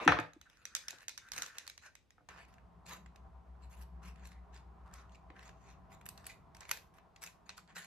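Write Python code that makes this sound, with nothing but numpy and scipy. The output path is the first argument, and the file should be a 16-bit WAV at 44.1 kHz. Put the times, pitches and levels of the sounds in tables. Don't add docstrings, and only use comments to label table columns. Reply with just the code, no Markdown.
import sys
import numpy as np
from scipy import signal
from scipy.fft import rfft, irfft
from scipy.io import wavfile
from scipy.ndimage import uniform_filter1d

SR = 44100
rng = np.random.default_rng(int(sys.argv[2]) if len(sys.argv) > 2 else 0)


def unload_audio(sound):
    columns = np.transpose(np.atleast_2d(sound))
    steps = np.round(np.clip(columns, -1, 1) * 32767)
    wavfile.write(sys.argv[1], SR, steps.astype(np.int16))


N = 346626
TIME_S = np.arange(N) / SR

# (time [s], level [dB], body [dB], top [dB], spot resonance [Hz])
PETAL_TAPS = [(0.0485, -52.5, -7.5, 0.5, 7500), (0.1985, -46.5, -8, -4.5, 6200),
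              (2.2878, -50, 4.5, -18, 1200), (2.4499, -66.5, 4.5, -12, 6470), (2.5394, -62, -3, -9, 2290),
              (2.582, -74.5, 19, -17, 1700), (2.8635, -54, -7.5, -4.5, 7270), (2.8929, -51, -7, -0.5, 6550),
              (3.0606, -59.5, 7, -27, 1470), (3.1587, -58.5, 3, -9, 5150), (3.729, -67, -5, -3, 7180),
              (3.812, -63, 1, 2, 7430), (4.0316, -65.5, 0, -3, 2493), (4.0561, -59.5, 2, -6.5, 2150),
              (4.158, -66, 4, -12, 2350), (4.2536, -53.5, 0, -6, 2470), (4.2714, -58, -3, 5.5, 7240),
              (4.317, -63.5, 8.5, -12, 1923), (4.5435, -60.5, -14, -7, 2372), (4.5739, -61, -12, -16, 2610),
              (4.9379, -49, -28, -4, 7190), (5.0937, -69.5, 5, -22, 3000), (5.119, -65, -6.5, -21.5, 3600),
              (5.1471, -61, -12, -24, 2560), (5.1543, -59, -8.5, -22.5, 2504),
              (5.3017, -70, 20.5, -27, 3180), (5.3636, -68, 14, -19.5, 2997), (5.392, -59.5, 8.5, -9, 2940),
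              (5.4289, -62, 5, -3, 1898), (5.4773, -57, -8, -14, 3740), (5.4913, -58, 5.5, -16.5, 3676),
              (6.0117, -64, 10, 0, 6500), (6.0564, -57, 4, 9.5, 7030), (6.0625, -52.5, 6, 10.5, 1800),
              (6.0884, -44.5, -6.5, 6, 7800), (6.1762, -49, -12, -9, 4200), (6.2424, -59.5, 4, -7, 1810),
              (6.2659, -46.5, -3, 9.5, 8050), (6.5478, -53.5, -1.5, -8, 2182),
              (6.567, -55.5, 1.5, -1.5, 6050), (6.6065, -45.5, -12, -11.5, 7240),
              (6.631, -59, 5, -14, 2430), (6.6515, -57, 6.5, -19, 2300), (6.6922, -46, 6, -0.5, 2100),
              (6.7124, -28, 0, 1.5, 2000), (6.7716, -48.5, 2, -11, 1662), (6.984, -68, 13.5, -14, 1207),
              (7.1612, -54, -1.5, -17, 1960), (7.2276, -49, -4.5, 2, 7500),
              (7.2369, -49.5, 4.5, 10.5, 1483), (7.262, -46, -9, -5, 2580), (7.273, -47.5, -3, -18, 2530),
              (7.4922, -40, -2.5, -39, 4270), (7.5008, -50.5, 4, -27, 4294), (7.5783, -50, -7, -4.5, 4800),
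              (7.676, -63, -8, -26.5, 4200), (7.7585, -53, -0.5, -7, 1550), (7.765, -49.5, 9, -11, 1550),
              (7.786, -51, 1, -5, 1775), (7.8446, -57.5, 4, 4, 2300)]
# (frequency [Hz], width [Hz], level [dB])
PETAL_RING = [(622, 350, -17), (1152, 430, -7.5), (1764, 510, -5), (2660, 480, -4.5), (3600, 360, -5.5),
              (4330, 330, 0.5), (5210, 610, -4), (6290, 530, 1.5), (7400, 230, 3), (10950, 880, 2),
              (11600, 1300, -11)]
# (start [s], end [s], level [dB], body [dB], top [dB], crest position [0-1])
RUSTLES = [(0.0, 0.08, -63.5, 16, -27, 0), (0.422, 0.65, -80.5, 3, -10, 1),
           (0.787, 0.865, -75.5, 7, 4, 0.1), (0.978, 1.037, -72.5, 7.5, -1, 0.9),
           (1.204, 1.307, -82, -6.5, -6, 0.4), (1.322, 1.498, -62, 2.5, 0.5, 0.26),
           (1.526, 1.738, -73, 5.5, -13, 0.15), (1.822, 1.882, -65, 0.5, -13.5, 0.18),
           (2.294, 2.453, -72, 12, -11, 0), (2.485, 2.542, -81.5, 9, -3, 0.1),
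           (2.863, 2.901, -60.5, -2, -10, 0.67), (2.884, 2.973, -59, 1.5, -4, 0.2),
           (3.604, 3.678, -76, -1, -12, 0.47), (3.703, 3.752, -73.5, 6, 3.5, 0.5),
           (3.769, 3.831, -72, 2, 5, 0.55), (4.034, 4.121, -68.5, 4, -5, 0.35),
           (4.159, 4.237, -78, 9, -18, 0.9), (4.244, 4.351, -71, -3, -10, 0.13),
           (4.531, 4.612, -70.5, 3.5, -20, 0.3), (4.94, 5.022, -69.5, -1, -16, 0.02),
           (5.097, 5.164, -79, 2, -29, 0.5), (5.364, 5.513, -70.5, 4, -15, 0.63),
           (5.553, 5.751, -74.5, 0.5, -19, 0.78), (5.901, 5.945, -70, 4.5, -3, 0.45),
           (6.157, 6.249, -80, 8, -5, 0.7), (6.252, 6.325, -62, -3.5, -14, 0.62),
           (6.588, 6.685, -72, 9, -13, 0.44), (6.685, 6.713, -60.5, 3, -1.5, 1),
           (6.942, 6.987, -80, 8, 2, 0.17), (7.219, 7.3, -60, 0, -3, 0.18),
           (7.463, 7.481, -74, 5, -10, 0.94), (7.574, 7.599, -62.5, -7, -9, 0.25),
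           (7.682, 7.726, -76, 11, -28, 0.57), (7.754, 7.861, -58, -1, -5, 0.14)]
# (time [s], level [dB], spot resonance [Hz])
WIRE_CLICKS = [(0.3332, -63.5, 4680), (0.413, -57.5, 3510), (0.4981, -66.5, 3600), (0.5707, -70, 5490),
               (0.6531, -42.5, 6040), (0.7501, -32, 6560), (0.762, -46, 6300), (0.7658, -44.5, 5400),
               (0.8824, -39, 5540), (0.906, -45, 6290), (0.9844, -61, 4100), (1.006, -64, 6400),
               (1.0817, -38.5, 6400), (1.0926, -47, 6000), (1.1762, -45, 5200), (1.183, -54.5, 4200),
               (1.286, -61.5, 4100), (1.3177, -41, 5410), (1.334, -48, 4210), (1.3625, -47.5, 1700),
               (1.3787, -41.5, 5800), (1.384, -44, 2740), (1.4015, -63, 2100), (1.4205, -36, 4200),
               (1.431, -46.5, 1570), (1.462, -49, 4220), (1.5828, -42, 4135), (1.594, -63.5, 4000),
               (1.666, -56, 4800), (1.6765, -46, 4890), (1.698, -49, 3820), (1.7771, -53.5, 4700),
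               (1.9523, -56.5, 2600), (2.1051, -64.5, 6280)]
# (frequency [Hz], width [Hz], level [dB])
WIRE_RING = [(869, 160, -26), (2006, 700, -8.5), (2540, 150, -11), (4070, 200, 3), (5180, 200, 5),
             (6380, 380, 10), (7700, 400, 3), (11000, 680, 2.5), (12330, 1700, 11)]
# (start [s], end [s], level [dB], resonance [Hz], crest position [0-1])
SCRAPES = [(0.0, 0.051, -49, 1160, 0), (0.0, 0.06, -49, 463, 0), (0.454, 0.486, -65, 1656, 0.2),
           (0.492, 0.764, -71, 1588, 1), (0.77, 1.051, -65.5, 1657, 0.43),
           (1.192, 1.326, -65.5, 1610, 0.45), (1.329, 1.45, -54, 1557, 0.9), (1.459, 1.69, -64, 1470, 0.17),
           (1.822, 1.9, -61.5, 1632, 0.4), (2.299, 2.42, -66.5, 1610, 0), (2.882, 2.973, -56, 1159, 0.4),
           (4.013, 4.145, -67.5, 1313, 0.05), (4.142, 4.397, -76, 1765, 0.93),
           (4.796, 5.113, -66, 1214, 0.49), (4.837, 5.067, -72.5, 1733, 0.44),
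           (5.146, 5.153, -69.5, 2490, 0), (5.344, 5.383, -64.5, 1637, 0.8), (5.664, 5.739, -76, 1610, 0.5),
           (6.29, 6.307, -54.5, 2074, 0.7), (7.574, 7.599, -57.5, 1458, 0.35),
           (7.751, 7.855, -57.5, 1587, 0.1)]
# (time [s], level [dB], contact cut-off [Hz])
KNOCKS = [(0.0770, -14, 2980), (0.0801, -22, 2240), (0.089, -30, 2396), (0.1205, -21, 2400),
          (0.17, -33.5, 1520), (0.1879, -28, 1950), (0.929, -53.5, 1320), (1.38, -48, 1280),
          (2.181, -61, 1802), (2.207, -64.5, 691.3), (5.301, -55, 494)]
# (frequency [Hz], level [dB], T60 [s])
TABLE_MODES = [(105.1, -8.5, 0.25), (158, -7, 0.18), (295.2, 0.5, 0.1), (485.4, -4.5, 0.13),
               (521.6, -4.5, 0.073), (605, -8.5, 0.18), (713.6, -2.5, 0.14), (872, 3.5, 0.077),
               (1207, 2, 0.089), (1293, 3, 0.09), (1440, -3, 0.083), (1617, -3, 0.082), (1680, -1.5, 0.1),
               (1744, -2.5, 0.098), (1821, -3, 0.09), (2176, 5.5, 0.053)]
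# (frequency [Hz], level [dB])
CRACK_SPECTRUM = [(30, -32), (70, -10), (190, -12.5), (300, -8), (420, -16), (750, 0), (1300, 5),
                  (2100, -5), (3500, -10), (6000, -9), (8000, -16), (15000, -4.5)]
# (time [s], level [dB], initial pitch [Hz])
BUMPS = [(0.063, -23.5, 306), (0.067, -35.5, 170), (0.078, -32, 105), (0.105, -44, 70), (0.187, -31, 310),
         (0.195, -51, 119), (0.362, -51, 317), (0.389, -63.5, 79), (0.934, -60, 367), (1.29, -62.5, 48),
         (1.371, -63.5, 74.5), (5.299, -60, 339)]
# (start [s], end [s], gain [dB])
DRONE_SURGES = [(2.796, 3.141, 7), (3.797, 4.48, 9.5), (6.301, 7.7, -6), (7.666, 7.856, 7)]
# (frequency [Hz], level [dB])
RUSH_SPECTRUM = [(200, -1), (380, 0.5), (560, -4), (700, 3), (1050, 0), (1280, -1), (1550, -8), (2000, -14),
                 (3200, -25.5), (6000, -33.5), (11000, -48.5), (15000, -35)]
# (frequency [Hz], width [Hz], level [dB])
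HOLLOW_RING = [(401, 34, -4), (661, 17.7, 4), (773.5, 17, 5), (920, 15, 2.5), (1010, 20, 5.5),
               (1096, 29, -0.5)]
# (frequency [Hz], level [dB])
RUMBLE_SPECTRUM = [(20, -23.5), (40, 4.5), (62, 11), (100, 6), (140, 5), (178, 1.5), (220, -6.5),
                   (320, -13), (800, -61)]
# (frequency [Hz], gain [dB])
REVERB_SPECTRUM = [(60, -9), (200, -2), (295, -5), (400, 6), (1000, -4), (2000, 4), (5000, -1.5),
                   (8000, -6.5), (15000, -8.5)]
# (frequency [Hz], level [dB])
ROOM_TONE_SPECTRUM = [(22, -3.5), (60, 8.5), (120, -0.5), (250, -5.5), (500, -11.5), (1200, -17),
                      (2500, -22), (6000, -31), (15000, -41)]


def clicks(rows, ring, spot_db, snap_s, jolt_db, tick_db, pan_db, gain_db, spot_q=7.7):
    out, t = np.zeros((2, N)), np.arange(SR // 25) / SR
    for time_s, db, body_db, top_db, spot_hz in rows:
        force = stereo_noise(len(t), apart=1.0) * t / snap_s * np.exp(-t / snap_s)
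        force[:, 12] += amp(jolt_db) * np.sqrt(np.sum(force ** 2, -1))
        peaks = vary(ring, detune=.045, scatter_db=2) + [(spot_hz, spot_hz / spot_q, spot_db)]
        sound = band(resonate(force, peaks) + amp(tick_db) * force, 600, "high")
        add(out, time_s, amp(db + gain_db) * voiced(sound, body_db, top_db, span_s=0.0024))
    return out * amp(np.array([[pan_db], [-pan_db]]) / 2)


def wire_catches(usual_db=-48, body_db=-5.5, top_db=-18.5, thinning_db_per_db=0.32):
    return [(time_s, db, body_db - thinning_db_per_db * (db - usual_db), top_db, spot_hz)
            for time_s, db, spot_hz in WIRE_CLICKS]


def scattered_clicks(rows, ring, gain_db, widening=2.2):
    blurred = [(hz, width_hz * widening, db) for hz, width_hz, db in ring]
    return clicks(rows, blurred, spot_db=-12, snap_s=.0024, jolt_db=-6, tick_db=-8,
                  pan_db=0, gain_db=gain_db)


def leaf_rustles(grains_per_s, spread_db, grain_db, patchy_db, edge_s, touch_s):
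    out, hop = np.zeros((2, N)), int(touch_s * SR)
    for start_s, end_s, db, body_db, top_db, crest in RUSTLES:
        length_s = max(end_s - start_s, .02)
        count = int((length_s + 2 * edge_s) * SR)
        friction = stereo_noise(count, apart=1.0) + amp(grain_db) * slips(count, grains_per_s, spread_db)
        force = friction * stroke(count, crest) * amp(patchy_db * wander(60)[:count])
        sound = np.zeros((2, count))
        for centre in range(0, count + hop, hop):
            span = np.arange(max(centre - hop, 0), min(centre + hop, count))
            touch = force[:, span] * np.cos(np.pi / 2 * (span - centre) / hop)
            sound[:, span] += resonate(touch, vary(PETAL_RING, detune=.07, scatter_db=4.5))
        add(out, start_s - edge_s, amp(db) * voiced(band(sound, 300, "high"), body_db, top_db, length_s))
    return delay_left(out, samples=2)


def stem_scrapes(width_hz, drift, rough_db, grit_db):
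    out = np.zeros((2, N))
    for start_s, end_s, db, hz, crest in SCRAPES:
        count = int(max(end_s - start_s, .02) * SR)
        pressure = stroke(count, crest) * amp(rough_db * wander(55)[:count])
        phase = 2 * np.pi * np.cumsum(hz * (1 + drift * wander(16)[:count])) / SR
        noise = stereo_noise(count, apart=0.45) + 1j * stereo_noise(count, apart=0.45)
        chatter = np.real(band(noise, width_hz / 2, "low") * np.exp(1j * phase))
        grit = resonate(slips(count, per_s=300, spread_db=4), [(hz, hz / 2, 0)])
        sound = unit(chatter) + amp(grit_db) * unit(grit)
        add(out, start_s, amp(db) * unit(sound * pressure))
    return out


def table_knocks(crack_db, ring_db, crack_s, detune):
    out, t = np.zeros((2, N)), np.arange(SR // 2) / SR
    attack = 1 - np.exp(-t / crack_s)
    for time_s, db, contact_hz in KNOCKS:
        tuning = 1 + detune * rng.standard_normal()
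        ring = np.zeros((2, len(t)))
        for hz, mode_db, t60_s in TABLE_MODES:
            port_phase = rng.uniform(0, 2 * np.pi) + hz / 2000 * rng.standard_normal((2, 1))
            ring += amp(mode_db - 60 * t / t60_s) * np.sin(2 * np.pi * hz * tuning * t + port_phase)
        burst = stereo_noise(len(t), apart=0.65) * np.sqrt(t) * np.exp(-t / crack_s)
        crack = colour(burst, CRACK_SPECTRUM)
        blow = amp(crack_db) * unit(crack, 0.0023) + amp(ring_db) * unit(ring * attack, 0.011)
        add(out, time_s, amp(db) * unit(band(blow, contact_hz, "low"), 0.005))
    return delay_left(out, samples=1)


def table_bumps(swell_cycles, sag_per_s):
    out, t = np.zeros((2, N)), np.arange(SR // 5) / SR
    for time_s, db, hz in BUMPS:
        phase = 2 * np.pi * np.cumsum(hz * np.exp(-sag_per_s * t)) / SR
        age = t * hz / swell_cycles
        envelope = (age * np.exp(1 - age)) ** 2
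        add(out, time_s, amp(db) * envelope * np.sin(phase) * np.ones((2, 1)))
    return out


def table_shove(start_s, end_s, db, cutoff_hz):
    return amp(db) * arch(start_s, end_s) * unit(band(stereo_noise(N, apart=0.44), cutoff_hz, "low"))


def hum(hz, throb_hz, throb_depth, throb_crest_s, crest_db, rest_db):
    throb = 1 + throb_depth * np.cos(2 * np.pi * throb_hz * (TIME_S - throb_crest_s) + .2 * wander(3))
    phase = 2 * np.pi * np.cumsum(hz + .5 * wander(1.6)) / SR
    level_db = np.maximum(crest_db + swell_db(3.88, rise_db_per_s=13, fall_db_per_s=8.5), rest_db)
    return unit(throb * np.sin(phase)) * amp(level_db)


def upper_drone(hz, width_hz, rest_db, waver_db):
    peak = [(hz, width_hz, 0)]
    drone = unit(resonate(resonate(stereo_noise(N, apart=0.3), peak), peak))
    surge_db = sum(db * arch(start_s, end_s) for start_s, end_s, db in DRONE_SURGES)
    return drone * amp(rest_db + surge_db - waver_db * wander(3))


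def rush(crest_s, noise_db, hollow_db, waver_db):
    flow = amp(swell_db(crest_s, rise_db_per_s=1.12, fall_db_per_s=4) + waver_db * wander(24))
    noise = unit(colour(stereo_noise(N, apart=1.0), RUSH_SPECTRUM))
    hollow = sum(resonate(stereo_noise(N, apart=1.0), [peak]) for peak in HOLLOW_RING)
    return flow * (amp(noise_db) * noise + amp(hollow_db) * unit(band(hollow, 1400, "low")))


def rumble(crest_s, crest_db, waver_db):
    noise = unit(colour(stereo_noise(N, apart=0.6), RUMBLE_SPECTRUM))
    level_db = crest_db + swell_db(crest_s, rise_db_per_s=1.17, fall_db_per_s=8)
    return noise * amp(level_db + waver_db * wander(20))


def room_reverb(x, low_t60_s, top_t60_s, echo_db):
    t = np.arange(int(SR * .7)) / SR
    noise = stereo_noise(len(t), apart=1.0)
    low = band(noise, 870, "low", order=1) * amp(-60 * t / low_t60_s)
    top = band(noise, 2600, "high", order=1) * amp(-60 * t / top_t60_s)
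    onset = np.clip((t - .002) / 0.0011, 0, 1)
    response = unit((low + top) * onset, 1 / SR)
    for lag_s in (.0108, .0165):
        response[:, int(lag_s * SR)] += amp(echo_db)
    return signal.fftconvolve(x, colour(response, REVERB_SPECTRUM), axes=1)[:, :N]


def room_tone(db):
    return amp(db) * unit(colour(stereo_noise(N, apart=1.0), ROOM_TONE_SPECTRUM))


def slips(count, per_s, spread_db):
    occurs = rng.random(count) < per_s / SR
    sizes = occurs * amp(spread_db * np.minimum(rng.exponential(size=count), 2.6))
    return unit(sizes * (rng.choice([-1, 1], count) + .7 * rng.standard_normal((2, count))))


def stroke(count, crest):
    return np.interp(np.arange(count) / count, [0, np.clip(crest, .02, .98), 1], [0, 1, 0]) ** .7


def vary(peaks, detune, scatter_db):
    draws = rng.standard_normal((len(peaks), 2))
    return [(hz * np.exp(detune * shift), width_hz, db + scatter_db * boost)
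            for (hz, width_hz, db), (shift, boost) in zip(peaks, draws)]


def voiced(x, body_db, top_db, span_s):
    body = unit(band(x, 2400, "low", order=4), span_s)
    middle = unit(band(x, [2500, 8000], "band", order=3), span_s)
    top = unit(band(x, 8300, "high", order=6), span_s)
    return amp(body_db) * body + middle + amp(top_db) * top


def resonate(x, peaks):
    return sum(amp(db) * signal.lfilter(*signal.iirpeak(hz, hz / width_hz, SR), x)
               for hz, width_hz, db in peaks)


def colour(x, spectrum):
    size = 4096
    hz, db = np.transpose(spectrum)
    bins_hz = np.arange(size // 2 + 1) * SR / size
    log_gain = np.log(amp(np.interp(np.log(bins_hz + 1), np.log(hz), db)))
    cepstrum = irfft(log_gain)[:size // 2]
    cepstrum[1:] *= 2
    response = irfft(np.exp(rfft(cepstrum, size)))[None, :size // 2]
    return signal.fftconvolve(x, response, axes=1)[:, :x.shape[1]]


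def band(x, hz, kind, order=2):
    return signal.sosfilt(signal.butter(order, np.minimum(hz, SR / 2.2), kind, fs=SR, output="sos"), x)


def stereo_noise(count, apart):
    return rng.standard_normal(count) + apart * rng.standard_normal((2, count))


def delay_left(x, samples):
    return np.stack([np.r_[np.zeros(samples), x[0, :-samples]], x[1]])


def wander(rate_hz):
    hold = int(SR / rate_hz)
    return 1.4 * uniform_filter1d(np.repeat(rng.standard_normal(N // hold + 1), hold), hold)[:N]


def swell_db(crest_s, rise_db_per_s, fall_db_per_s):
    return -np.maximum(rise_db_per_s * (crest_s - TIME_S), fall_db_per_s * (TIME_S - crest_s))


def arch(start_s, end_s):
    return np.sin(np.pi * np.clip((TIME_S - start_s) / (end_s - start_s), 0, 1))


def amp(db):
    return 10 ** (np.asarray(db) / 20)


def unit(x, span_s=None):
    count = x.shape[-1] if span_s is None else span_s * SR
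    return x / np.sqrt(np.mean(np.sum(x ** 2, -1)) / count + 1e-20)


def add(track, time_s, sound):
    start = max(int(time_s * SR), 0)
    part = sound[:, :max(N - start, 0)]
    track[:, start:start + part.shape[1]] += part


def scene():
    table = table_knocks(crack_db=14, ring_db=-2, crack_s=0.0013, detune=0.0022)
    catches = wire_catches()
    wire = clicks(catches, WIRE_RING, spot_db=0.5, snap_s=.001, jolt_db=-16.5, tick_db=-22,
                  pan_db=-2.5, gain_db=4)
    petals = clicks(PETAL_TAPS, PETAL_RING, spot_db=2.5, snap_s=.0014, jolt_db=-7, tick_db=-14.5,
                    pan_db=-0.5, gain_db=-2.5)
    contacts = delay_left(wire, samples=3) + delay_left(petals, samples=2)
    leaves = leaf_rustles(grains_per_s=380, spread_db=3.8, grain_db=1.5, patchy_db=2.3,
                          edge_s=.008, touch_s=.022)
    stems = stem_scrapes(width_hz=400, drift=.06, rough_db=2, grit_db=-10)
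    scattered = scattered_clicks(catches, WIRE_RING, gain_db=-1.5)
    scattered += scattered_clicks(PETAL_TAPS, PETAL_RING, gain_db=-9)
    send = amp(-1) * table + scattered + amp(-4) * (leaves + stems)
    reverb = room_reverb(send, low_t60_s=0.29, top_t60_s=0.26, echo_db=-17)
    air = rush(crest_s=6.05, noise_db=-66, hollow_db=-66.5, waver_db=1)
    air += rumble(crest_s=6.05, crest_db=-62.5, waver_db=1.2)
    low = hum(hz=62.2, throb_hz=6.85, throb_depth=0.52, throb_crest_s=4.1, crest_db=-49.5, rest_db=-76)
    upper = upper_drone(hz=178, width_hz=30, rest_db=-69.5, waver_db=1.1)
    onset = np.clip((TIME_S - 2.288) / 0.0047, 0, 1)
    background = onset * ((low + upper) * amp([[1], [-1]]) + air)
    thuds = table_bumps(swell_cycles=1.8, sag_per_s=2.7)
    thuds += table_shove(start_s=1.295, end_s=1.465, db=-64, cutoff_hz=130)
    return contacts + leaves + stems + table + thuds + reverb + background + room_tone(db=-72)


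def record(dry):
    heard = band(band(dry, 32, "high"), 14000, "low", order=6)
    return signal.sosfilt(signal.ellip(8, .2, 70, 16000, fs=SR, output="sos"), heard)


dry = scene()
out = record(dry)
unload_audio(out)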